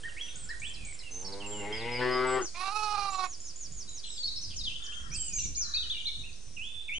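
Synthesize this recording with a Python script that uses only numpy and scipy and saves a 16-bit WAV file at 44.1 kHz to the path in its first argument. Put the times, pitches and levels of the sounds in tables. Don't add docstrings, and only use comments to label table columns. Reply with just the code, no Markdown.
import sys
import numpy as np
from scipy import signal
from scipy.io import wavfile
from scipy.ndimage import uniform_filter1d

SR = 44100
rng = np.random.default_rng(int(sys.argv[2]) if len(sys.argv) > 2 else 0)


def boost(x):
    u = np.asarray(x, float) / 20
    return 10 ** u


def transcribe(u):
    v = np.clip(np.atleast_2d(u).T, -1, 1)
    q = np.round(v * 32767).astype(np.int16)
    wavfile.write(sys.argv[1], SR, q)


N = 308241
CLEAR = .008

# frequency in Hz, level in dB.
HISS_COLOUR = [(150, -43), (250, -2.5), (386, 3), (685, -5.5), (1740, -8.5), (5570, -4), (7030, -6),
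               (10200, -3)]
# frequency in Hz, correlation from -1 to 1.
LIKENESS = [(60, 0.33), (300, 0), (1100, 0.22), (2400, 0.77), (5000, 1), (10000, 0.99)]
# frequency in Hz, level in dB per Hz.
AIR_COLOUR = [(15, -17), (22, -0.5), (50, -4), (290, -24.5), (447, -54.5), (600, -75.5)]
# peak time in seconds, rise over the calm in dB.
GUSTS = [(.1, 3), (.45, 6), (.8, 7), (1.6, -3), (2.942, 3.5), (4.56, 11), (4.8, 4), (5.12, 14),
         (5.47, 14.5), (5.85, 6.5), (6.22, 8), (6.64, 7.5)]
OFFSET = [
    [.0068],
    [.0116],
]

# start in seconds, level in dB.
ARCH_SYLLABLE = ([(0, 6100, -34.5), (.01, 8000, -45.5), (.04, 8250, -46.5), (.078, 7900, -44),
                  (.107, 7100, -41)], [(.355, -6), (.597, -7.5), (.848, -4.5)])
DROP_SYLLABLE = ([(0, 5700, -42), (.013, 4250, -49), (.033, 3850, -53)], [(.487, -0.67), (.738, -1.4),
                  (.988, -1.6)])
FALL_SYLLABLE = ([(0, 6610, -39), (.015, 7400, -57.5), (.067, 6560, -45), (.115, 4410, -50)],
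                  [(3.245, -0.61), (3.4, -0.74), (3.558, 1), (3.72, 0.27), (3.89, -0.38)])
LOW_ARCH_SYLLABLE = ([(0, 1674, -47.5), (.022, 1908, -40), (.036, 1813, -47), (.055, 1396, -54)],
                      [(.035, 0), (.49, 0)])

# share of the length, share of the way from first to second pitch, level in dB.
HELD = [(0, 0.018, 0.5), (1, 1, 0.5)]
DYING = [(0, 0.037, 1), (1, 0.94, -19.5)]
SWELLING = [(0, 0.054, -8), (1, 1, -3.5)]
ARCHED = [(0, 0, 0), (.45, 0.97, -3.5), (1, -.1, -2)]
HOOKED = [(0, -.1, -14), (.17, 0.99, 0.5), (.5, .7, 1), (.75, .1, -5.5), (1, 0, -10.5)]
SWOOPING = [(0, 0, -6), (.3, .65, -4), (1, 1, -3)]
SCOOPED = [(0, .5, -4), (.12, 0.011, -3), (.28, 0.069, -1.5), (.75, .85, -4), (1, 1, -4.5)]

# start in seconds, length in seconds, first pitch in Hz, second pitch in Hz, level in dB.
LEFT_HELD = [(0.276, 0.27, 1483, 1471, -66), (3.875, 0.061, 3980, 3850, -53),
             (4.036, 0.014, 4290, 2990, -48), (4.038, 0.038, 4110, 4070, -50),
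             (4.358, 0.033, 5310, 5330, -41), (5.786, 0.025, 3650, 4030, -36.5),
             (5.896, 0.028, 3220, 3936, -33.5), (4.674, 0.017, 3010, 3075, -38.5),
             (4.748, 0.024, 2970, 3050, -48), (4.821, 0.013, 3720, 3280, -44),
             (4.837, 0.18, 3090, 3213, -48.5), (5.743, 0.041, 2410, 2635, -49),
             (5.976, 0.046, 3635, 2806, -44.5), (6.145, 0.019, 3920, 3450, -43.5),
             (6.188, 0.031, 3924, 3684, -46), (5.191, 0.21, 4870, 4870, -56),
             (5.422, 0.041, 2426, 2270, -57.5), (6.936, 0.057, 6180, 6220, -53)]
LEFT_DYING = [(4.102, 0.019, 3830, 3840, -36), (4.179, 0.0078, 3340, 3860, -32),
              (4.26, 0.029, 5200, 5280, -39.5), (4.279, 0.023, 3886, 4030, -29),
              (4.717, .02, 2630, 2920, -38), (4.769, 0.015, 3040, 3075, -39.5),
              (5.28, 0.032, 6890, 6910, -34), (4.69, 0.025, 2880, 2320, -41),
              (4.76, 0.014, 3300, 3690, -34), (5.555, 0.016, 5540, 2980, -41),
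              (6.328, 0.01, 4870, 4350, -43.5), (5.835, 0.027, 3000, 2990, -40.5)]
LEFT_SWELLING = [(3.4, 0.077, 5540, 5170, -50), (4.167, 0.055, 4600, 4450, -38.5),
                 (4.359, 0.036, 4120, 4400, -40.5), (5.42, .035, 6540, 5850, -34.5),
                 (5.82, 0.016, 4110, 2950, -35.5)]
LEFT_ARCHED = [(5.737, 0.038, 3785, 4720, -30), (6.054, 0.043, 3403, 4360, -31.5)]
LEFT_HOOKED = [(2.408, .09, 4400, 6900, -42), (5.545, .135, 3950, 6970, -35.5)]
LEFT_SWOOPING = [(4.56, 0.04, 7600, 4700, -37), (4.595, .03, 4900, 3600, -38),
                 (4.635, .05, 5300, 2950, -34.5), (5.918, 0.0586, 3300, 2800, -38.5),
                 (5.768, 0.0223, 3900, 3700, -28)]
LEFT_SCOOPED = [(6.882, .1, 2198, 3184, -36.5)]
AHEAD_HELD = [(.164, 0.052, 1867, 3515, -46.5), (.208, 0.02, 3234, 3320, -40),
              (0.215, 0.1, 5880, 5970, -51), (4.229, 0.013, 3900, 4500, -36.5),
              (0.701, 0.028, 3100, 3130, -50), (.998, .03, 2046, 2070, -61), (1.11, 0.11, 6180, 6280, -46),
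              (1.461, 0.16, 7400, 7260, -46.5), (4.41, 0.024, 5990, 6080, -43.5),
              (1.725, 0.064, 5200, 4825, -46), (1.79, 0.038, 4830, 3290, -50.5),
              (1.985, 0.023, 4980, 3700, -52), (5.575, 0.019, 2300, 2460, -58),
              (5.68, .04, 3960, 4060, -53), (1.916, 0.065, 5120, 4830, -44),
              (2.109, 0.065, 5000, 4937, -42.5), (2.266, 0.097, 7880, 7640, -45),
              (4.066, 0.14, 7840, 7480, -51), (4.101, 0.066, 5500, 5000, -55),
              (4.92, 0.028, 2486, 3594, -48.5), (5.113, 0.053, 2310, 2735, -52),
              (5.174, .12, 3190, 2860, -53.5), (5.196, 0.035, 7650, 7400, -36.5),
              (5.301, 0.078, 2553, 2280, -57), (5.94, 0.083, 2370, 2354, -55.5),
              (6.07, 0.033, 2296, 2260, -54.5)]
AHEAD_DYING = [(1.2, 0.05, 6380, 5380, -42.5), (4.24, 0.062, 4430, 4320, -30),
               (5.383, 0.079, 2738, 2820, -48), (5.717, 0.014, 5010, 3150, -40)]
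AHEAD_SWELLING = [(4.428, 0.026, 6090, 4750, -36.5), (4.83, 0.029, 6600, 7300, -46.5),
                  (4.853, .018, 7150, 4160, -39.5), (5.16, 0.032, 8660, 7770, -34.5),
                  (5.322, 0.022, 5060, 7550, -37), (5.845, 0.07, 3760, 3820, -45)]
AHEAD_ARCHED = [(3.1, 0.085, 6770, 7680, -47), (5.458, 0.0337, 6070, 5590, -42)]
AHEAD_SWOOPING = [(5.36, .05, 6800, 5870, -31.5)]
RIGHT_HELD = [(.085, 0.016, 3250, 2710, -51.5), (.617, 0.061, 2157, 3555, -44),
              (1.031, 0.065, 2930, 2620, -52.5), (1.246, 0.036, 5370, 5370, -47),
              (1.245, 0.041, 4600, 4440, -49.5), (1.279, 0.0088, 4330, 3900, -47),
              (1.401, 0.03, 3274, 2594, -46.5), (1.442, 0.025, 2890, 2600, -50),
              (1.02, 0.021, 1970, 2830, -64), (5.1, 0.015, 4300, 5800, -53.5),
              (5.115, 0.02, 5830, 6000, -46), (6.69, 0.2, 3500, 3527, -48)]
RIGHT_DYING = [(0.033, 0.013, 3270, 2900, -43.5), (1.723, 0.044, 3185, 3330, -39)]
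RIGHT_SWELLING = [(5.132, .035, 5930, 4480, -36.5)]
RIGHT_ARCHED = [(6.235, .07, 2490, 2855, -52)]
RIGHT_SWOOPING = [(1.516, .107, 3350, 2760, -46)]
RIGHT_SCOOPED = [(6.565, .125, 2462, 3516, -41.5)]
HARSH = [(5.24, .05, 8600, 8200, -48.5), (5.4, .06, 7000, 6700, -47), (4.03, .06, 3500, 3100, -54),
         (4.5, .05, 3500, 2700, -55.5), (.25, .1, 3500, 3480, -57), (5.135, .025, 6000, 8500, -45.5),
         (5.23, .05, 8000, 7600, -44), (5.335, 0.035, 6800, 6600, -41.5), (5.35, 0.12, 7700, 7300, -49.5),
         (1.32, .025, 4900, 3900, -45), (4.3, 0.0965, 4200, 4100, -52.5), (4.45, .07, 5000, 4800, -53.5),
         (.23, 0.065, 3100, 3100, -53), (.68, .05, 2700, 2900, -59)]

# time in seconds, pitch in Hz, level in dB.
EWE = [
    [(4.79, 275, -60), (4.846, 281.5, -58), (4.934, 289.3, -56.5), (5.14, 261.5, -57)],
    [(5.6, 280.3, -60), (5.712, 291.4, -56.5), (5.82, 281.3, -60), (5.94, 242.4, -69)],
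]
# frequency in Hz, width in Hz, level in dB.
EWE_THROAT = [(1205, 100, -3.5), (1450, 280, -6), (1783, 260, -8)]

# time in seconds, pitch in Hz, level in dB, hoarseness from 0 to 1.
LAMB = [
    (2.54, 335.8, -45.5, .8),
    (2.6, 368.4, -36.5, .8),
    (2.685, 389, -34.5, .9),
    (2.73, 420.6, -37.5, 0),
    (2.82, 426, -32.5, .05),
    (2.92, 417.2, -33, 0),
    (2.96, 404, -35, 0.8),
    (3.08, 394.8, -35, 0.3),
    (3.27, 354.8, -33, 0.74),
]
# frequency in Hz, width in Hz, level in dB.
LAMB_THROAT = [(407, 200, -16), (834, 134, 2), (1212, 300, 6.5), (2620, 413, -1), (4255, 750, -4),
               (5200, 2200, -10.5), (6540, 3000, -23.5), (10020, 620, -8.5)]
# time in seconds, length in seconds, dip in dB.
CATCHES = [(2.65, 0.018, 5), (2.715, 0.026, 2), (2.9, .012, 2.5), (2.932, 0.013, 4.5), (2.965, 0.013, 1),
           (3.0, 0.013, 2), (3.115, 0.03, 8), (3.172, 0.025, 9.5), (3.222, 0.017, 2.5), (3.274, 0.023, 15),
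           (2.59, .014, 4)]

# time in seconds, pitch in Hz, level in dB, mouth opening from 0 to 1.
RAM = [
    (1.1, 86.5, -59, 0.13),
    (1.3, 97.5, -47.5, 0.05),
    (1.585, 105.4, -44, 0.04),
    (1.632, 99.6, -41, 0.19),
    (1.89, 120, -37, 0.31),
    (1.985, 123, -37.5, 0.32),
    (2.015, 124.6, -29.5, 0.93),
    (2.385, 129.5, -28.5, 0.93),
    (2.46, 112, -47.5, 0.81),
]
# closed frequency in Hz, open frequency in Hz, width in Hz, closed level in dB, open level in dB.
RAM_THROAT = [(441, 376, 79, 6, 1), (195, 700, 450, 1, -13), (890, 1180, 190, -2, -4.5),
              (1536, 1570, 103, -17, -8), (2118, 1900, 200, -12.5, -16), (1780, 2044, 200, -57, -6.5),
              (2750, 3060, 640, -30.5, -9), (4600, 4800, 950, -45, -28.5)]
# mouth opening from 0 to 1, level in dB.
TWANG = [(0, -2.5), (.25, 17), (.45, 11), (1, -16)]


def rms_one(x):
    return x / np.sqrt(np.mean(x ** 2) + 1e-20)


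def sampled(rows):
    s, *columns = np.transpose(rows)
    at = np.arange(round(s[0] * SR), min(round(s[-1] * SR), N))
    return at, [np.interp(at / SR, s, c) for c in columns]


def at_hz(points, hz):
    points = np.array(points)
    return np.interp(np.log(hz), np.log(points[:, 0]), points[:, 1])


def drift(rate_hz, size=N):
    r = np.exp(-2 * np.pi * rate_hz / SR)
    settle = 9000
    noise = rng.standard_normal(size + settle)
    return rms_one(signal.lfilter([1], [1, -2 * r, r * r], noise)[settle:])


def fades(size, rise_s, fall_s):
    t = np.arange(size) / SR
    return np.clip(np.minimum(t / rise_s, t[::-1] / fall_s), 0, 1)


def placed(x, pan_db, lag):
    left = np.interp(np.arange(N) - lag, np.arange(N), x)
    return np.array([left * boost(pan_db / 2), x * boost(-pan_db / 2)])


def shed(x, t60_s):
    t = np.arange(SR // 2) / SR
    near, roof = rng.standard_normal((2, 2, len(t)))
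    roof = signal.sosfilt(signal.butter(1, 7000, fs=SR, output="sos"), roof)
    tail = roof * boost(-60 * t / t60_s) + near * boost(5.5 - 60 * t / 0.17)
    tail = tail * np.clip(t / 0.0029, 0, 1)
    return signal.fftconvolve(x, tail / np.sqrt(np.sum(tail ** 2) / 2), axes=1)[:, :N]


def banded_noise(spectrum, low_hz, count, patchy_db):
    out, together = 0, drift(3)
    edges = low_hz * 2 ** (np.arange(count) / 2)
    white = rng.standard_normal((2, 2, N))
    for k, (low, high) in enumerate(zip(edges, edges[1:])):
        band = signal.butter(2, [low, high], "band", fs=SR, output="sos")
        mid, side = signal.sosfilt(band, white[k % 2])
        hz = low * 2 ** .2
        alike = np.clip(at_hz(LIKENESS, hz), -1, 1)
        gain = boost(at_hz(spectrum, hz) + patchy_db * (0.46 * together + drift(24)))
        out = out + gain * (np.sqrt(1 + alike) * mid + np.sqrt(1 - alike) * side * [[1], [-1]])
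    return rms_one(out)


def hiss():
    level_db, falls_db_per_s = -52, 0.79
    noise = banded_noise(HISS_COLOUR, low_hz=195, count=13, patchy_db=.4)
    return boost(level_db - falls_db_per_s * np.arange(N) / SR) * noise


def air():
    calm_db, rise_s, fall_s = -53.5, 0.2, 0.23
    t = np.arange(N) / SR
    puffs = [db * np.interp(t, [s - rise_s, s, s + fall_s], [0, 1, 0]) for s, db in GUSTS]
    return boost(calm_db + sum(puffs)) * banded_noise(AIR_COLOUR, low_hz=13.8, count=12, patchy_db=3.5)


def whistles(notes, waver_hz=35, flutter_db=1.5):
    out, waver, flutter = np.zeros(N), drift(343), drift(140)
    for rows in notes:
        at, (pitch, level_db) = sampled(rows)
        pitch = uniform_filter1d(pitch, size=330, mode="nearest") + waver_hz * waver[at]
        tone = np.sqrt(2) * np.sin(2 * np.pi * np.cumsum(pitch) / SR)
        out[at] += boost(level_db + flutter_db * flutter[at]) * fades(len(at), .003, .003) * tone
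    return out


def sung(kind, notes):
    when, way, db = np.transpose(kind)
    return [np.transpose([s + length * when, first + (second - first) * way, level + db])
            for s, length, first, second, level in notes]


def repeated(shape, singings):
    return [np.array(shape) + [s, 0, db] for s, db in singings]


def flock(count):
    when, pitch, size = rng.random((count, 3)).T
    s = np.interp(when, [0, 1], (4.0, 6.65))
    hz = np.interp(pitch, [0, 1], (5770, 7400))
    notes = np.transpose([s, 0.0198 + .04 * size, hz, .85 * hz, -65 + 6 * size])
    return whistles(sung(HELD, notes))


def trill():
    note, pips_hz = (.77, .16, 2650, 2150, -58), 80
    return whistles(sung(HELD, [note])) * (1 + np.cos(2 * np.pi * pips_hz * np.arange(N) / SR))


def buzz():
    start_s, end_s = 5.378, 5.47
    hz, width_hz, level_db = 3940, 790, -45.5
    t = np.arange(N) / SR
    pulses = np.cos(np.pi * 95 * t) ** 4
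    gate = pulses * np.clip(np.minimum(t - start_s, end_s - t) / 0.012, 0, 1)
    sos = signal.butter(2, [hz - width_hz / 2, hz + width_hz / 2], "band", fs=SR, output="sos")
    return boost(level_db) * gate * rms_one(signal.sosfilt(sos, rng.standard_normal(N)))


def birds():
    left = sung(HELD, LEFT_HELD) + sung(DYING, LEFT_DYING) + sung(SWELLING, LEFT_SWELLING)
    left += sung(ARCHED, LEFT_ARCHED) + sung(HOOKED, LEFT_HOOKED)
    left += sung(SWOOPING, LEFT_SWOOPING) + sung(SCOOPED, LEFT_SCOOPED)
    ahead = sung(HELD, AHEAD_HELD) + sung(DYING, AHEAD_DYING) + sung(SWELLING, AHEAD_SWELLING)
    ahead += sung(ARCHED, AHEAD_ARCHED) + sung(SWOOPING, AHEAD_SWOOPING)
    ahead += repeated(*ARCH_SYLLABLE) + repeated(*DROP_SYLLABLE) + repeated(*FALL_SYLLABLE)
    right = sung(HELD, RIGHT_HELD) + sung(DYING, RIGHT_DYING) + sung(SWELLING, RIGHT_SWELLING)
    right += sung(ARCHED, RIGHT_ARCHED) + sung(SWOOPING, RIGHT_SWOOPING) + sung(SCOOPED, RIGHT_SCOOPED)
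    right += repeated(*LOW_ARCH_SYLLABLE)
    harsh = whistles(sung(HELD, HARSH), waver_hz=230, flutter_db=3.5)
    from_left = placed(whistles(left), pan_db=1.5, lag=2.82)
    from_ahead = placed(whistles(ahead) + harsh + trill() + buzz(), pan_db=-1, lag=0.6)
    from_right = placed(whistles(right), pan_db=-3.5, lag=0.85)
    return from_left + from_ahead + from_right


def voice(at, pitch, level_db, rough, throat, count, jitter, steep):
    turns = np.cumsum(pitch * (1 + jitter * (1 + 20 * rough) * drift(40, size=len(at)))) / SR
    sound, power = 0, 1e-20
    slow, slow_pitch = at[::50], pitch[::50]
    throat = [(np.broadcast_to(hz, pitch.shape)[::50], width, db) for hz, width, db in throat]
    for k in range(1, count + 1):
        detune = [(db, 2 * (k * slow_pitch - hz) / width) for hz, width, db in throat]
        paths = np.array([boost(db) / (1 + 1j * x) ** steep for db, x in detune])
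        gain = np.sqrt(np.sum(abs(paths) ** 2, axis=0)) * np.exp(1j * np.angle(paths.sum(axis=0)))
        gain = np.interp(at, slow, gain.real) + 1j * np.interp(at, slow, gain.imag)
        noise_share = rough ** (1 / (1 + k * pitch[0] / 3000))
        fold_noise = drift(.4 * pitch.mean(), size=len(at))
        shimmer = np.sqrt(1 - noise_share) + np.sqrt(noise_share) * fold_noise
        shimmer *= boost(min(.5 * k, 2.5) * drift(13, size=len(at)))
        wave = np.exp(2j * np.pi * (k * turns + 0.43 * rng.random()))
        sound = sound + shimmer * np.real(gain * wave)
        power = power + abs(gain) ** 2 / 2
    out = np.zeros(N)
    out[at] = boost(level_db) * fades(len(at), 0.011, 0.0024) * sound / np.sqrt(power)
    return out


def roughness(pitch, share):
    slide = uniform_filter1d(np.gradient(np.log(pitch)) * SR, size=1000)
    return np.clip(CLEAR + share * .16 * slide ** 2, 0, .35)


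def ewe():
    calls = [sampled(rows) for rows in EWE]
    return sum(voice(at, hz, db, 0.218, EWE_THROAT, count=8, jitter=0.00338, steep=2.7)
               for at, (hz, db) in calls)


def lamb():
    quaver_share, quaver_db = .011, 1.5
    bright_db, dulls_db_per_s = 3, 8.5
    at, (pitch, level_db, hoarse) = sampled(LAMB)
    quaver, t = drift(32, size=len(at)), at / SR
    upper_db = bright_db - dulls_db_per_s * (t - t[0])
    level_db = level_db - sum(db * np.exp(-(2 * (t - s) / length) ** 2) for s, length, db in CATCHES)
    throat = [(hz * (pitch / 415) ** (.5 * (hz < 8e3)), width, db + upper_db[::50] * (hz > 2e3))
              for hz, width, db in LAMB_THROAT]
    throat.append((1750, 1000, -6.5 - 25 * (1 - hoarse[::50])))
    pitch = pitch * (1 + quaver_share * (.5 + hoarse) * quaver)
    rough = np.clip(CLEAR / 4 + 0.036 * hoarse, 0, 1)
    return voice(at, pitch, level_db + quaver_db * quaver, rough, throat, count=27, jitter=0.0022, steep=2.26)


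def ram():
    jaw_drop_s, tight_db_per_octave = (2.0, 2.17), 19
    at, (pitch, level_db, opening) = sampled(RAM)
    opening, jaw = opening[::50], np.interp(at / SR, jaw_drop_s, [0, 1])
    tight_db = tight_db_per_octave * opening ** 3 * (1 - jaw[::50])
    twang_db = np.interp(opening, *np.transpose(TWANG))
    throat = []
    for closed_hz, open_hz, width, closed_db, open_db in RAM_THROAT:
        db = closed_db + opening * (open_db - closed_db)
        db = db + twang_db * (2e3 < closed_hz < 4e3)
        ceiling_hz = 1900 if open_hz > 2100 else 2100
        octaves = np.log2(np.clip(open_hz, 1200, ceiling_hz) / 1500)
        db = db + tight_db * octaves * (open_hz > 1e3)
        throat.append((closed_hz + jaw * (open_hz - closed_hz), width, db))
    return voice(at, pitch, level_db, roughness(pitch, 0.6), throat, count=43, jitter=0.001, steep=1.43)


def scene():
    sheep = placed(ram(), pan_db=3.5, lag=-0.26) + placed(lamb(), pan_db=-10.5, lag=0.91) * boost(-1.5)
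    far = placed(ewe(), pan_db=9.0, lag=-14.5)
    song = birds()
    stirred = np.arange(N) + 2.97 * drift(24.8)
    smeared = np.array([np.interp(stirred, np.arange(N), side) for side in song])
    roof_echoes = shed(boost(-1.0) * smeared + flock(count=140) + boost(-3.5) * far, t60_s=0.76)
    pen_echoes = boost(-10.0) * shed(sheep, t60_s=0.12)
    stir = air() * boost([[.6], [-.6]])
    return sheep + far + boost(1.0) * song + roof_echoes + pen_echoes + stir + hiss()


def roll_off(x):
    return signal.sosfilt(signal.butter(12, 10780, fs=SR, output="sos"), x)


def record(dry):
    end_s = 6.984
    top_cut = signal.cheby2(12, 70, 11400, fs=SR, output="sos")
    x = signal.sosfilt(top_cut, dry) + OFFSET
    return roll_off(x * (np.arange(N) < end_s * SR))


dry = scene()
out = record(dry)
transcribe(out)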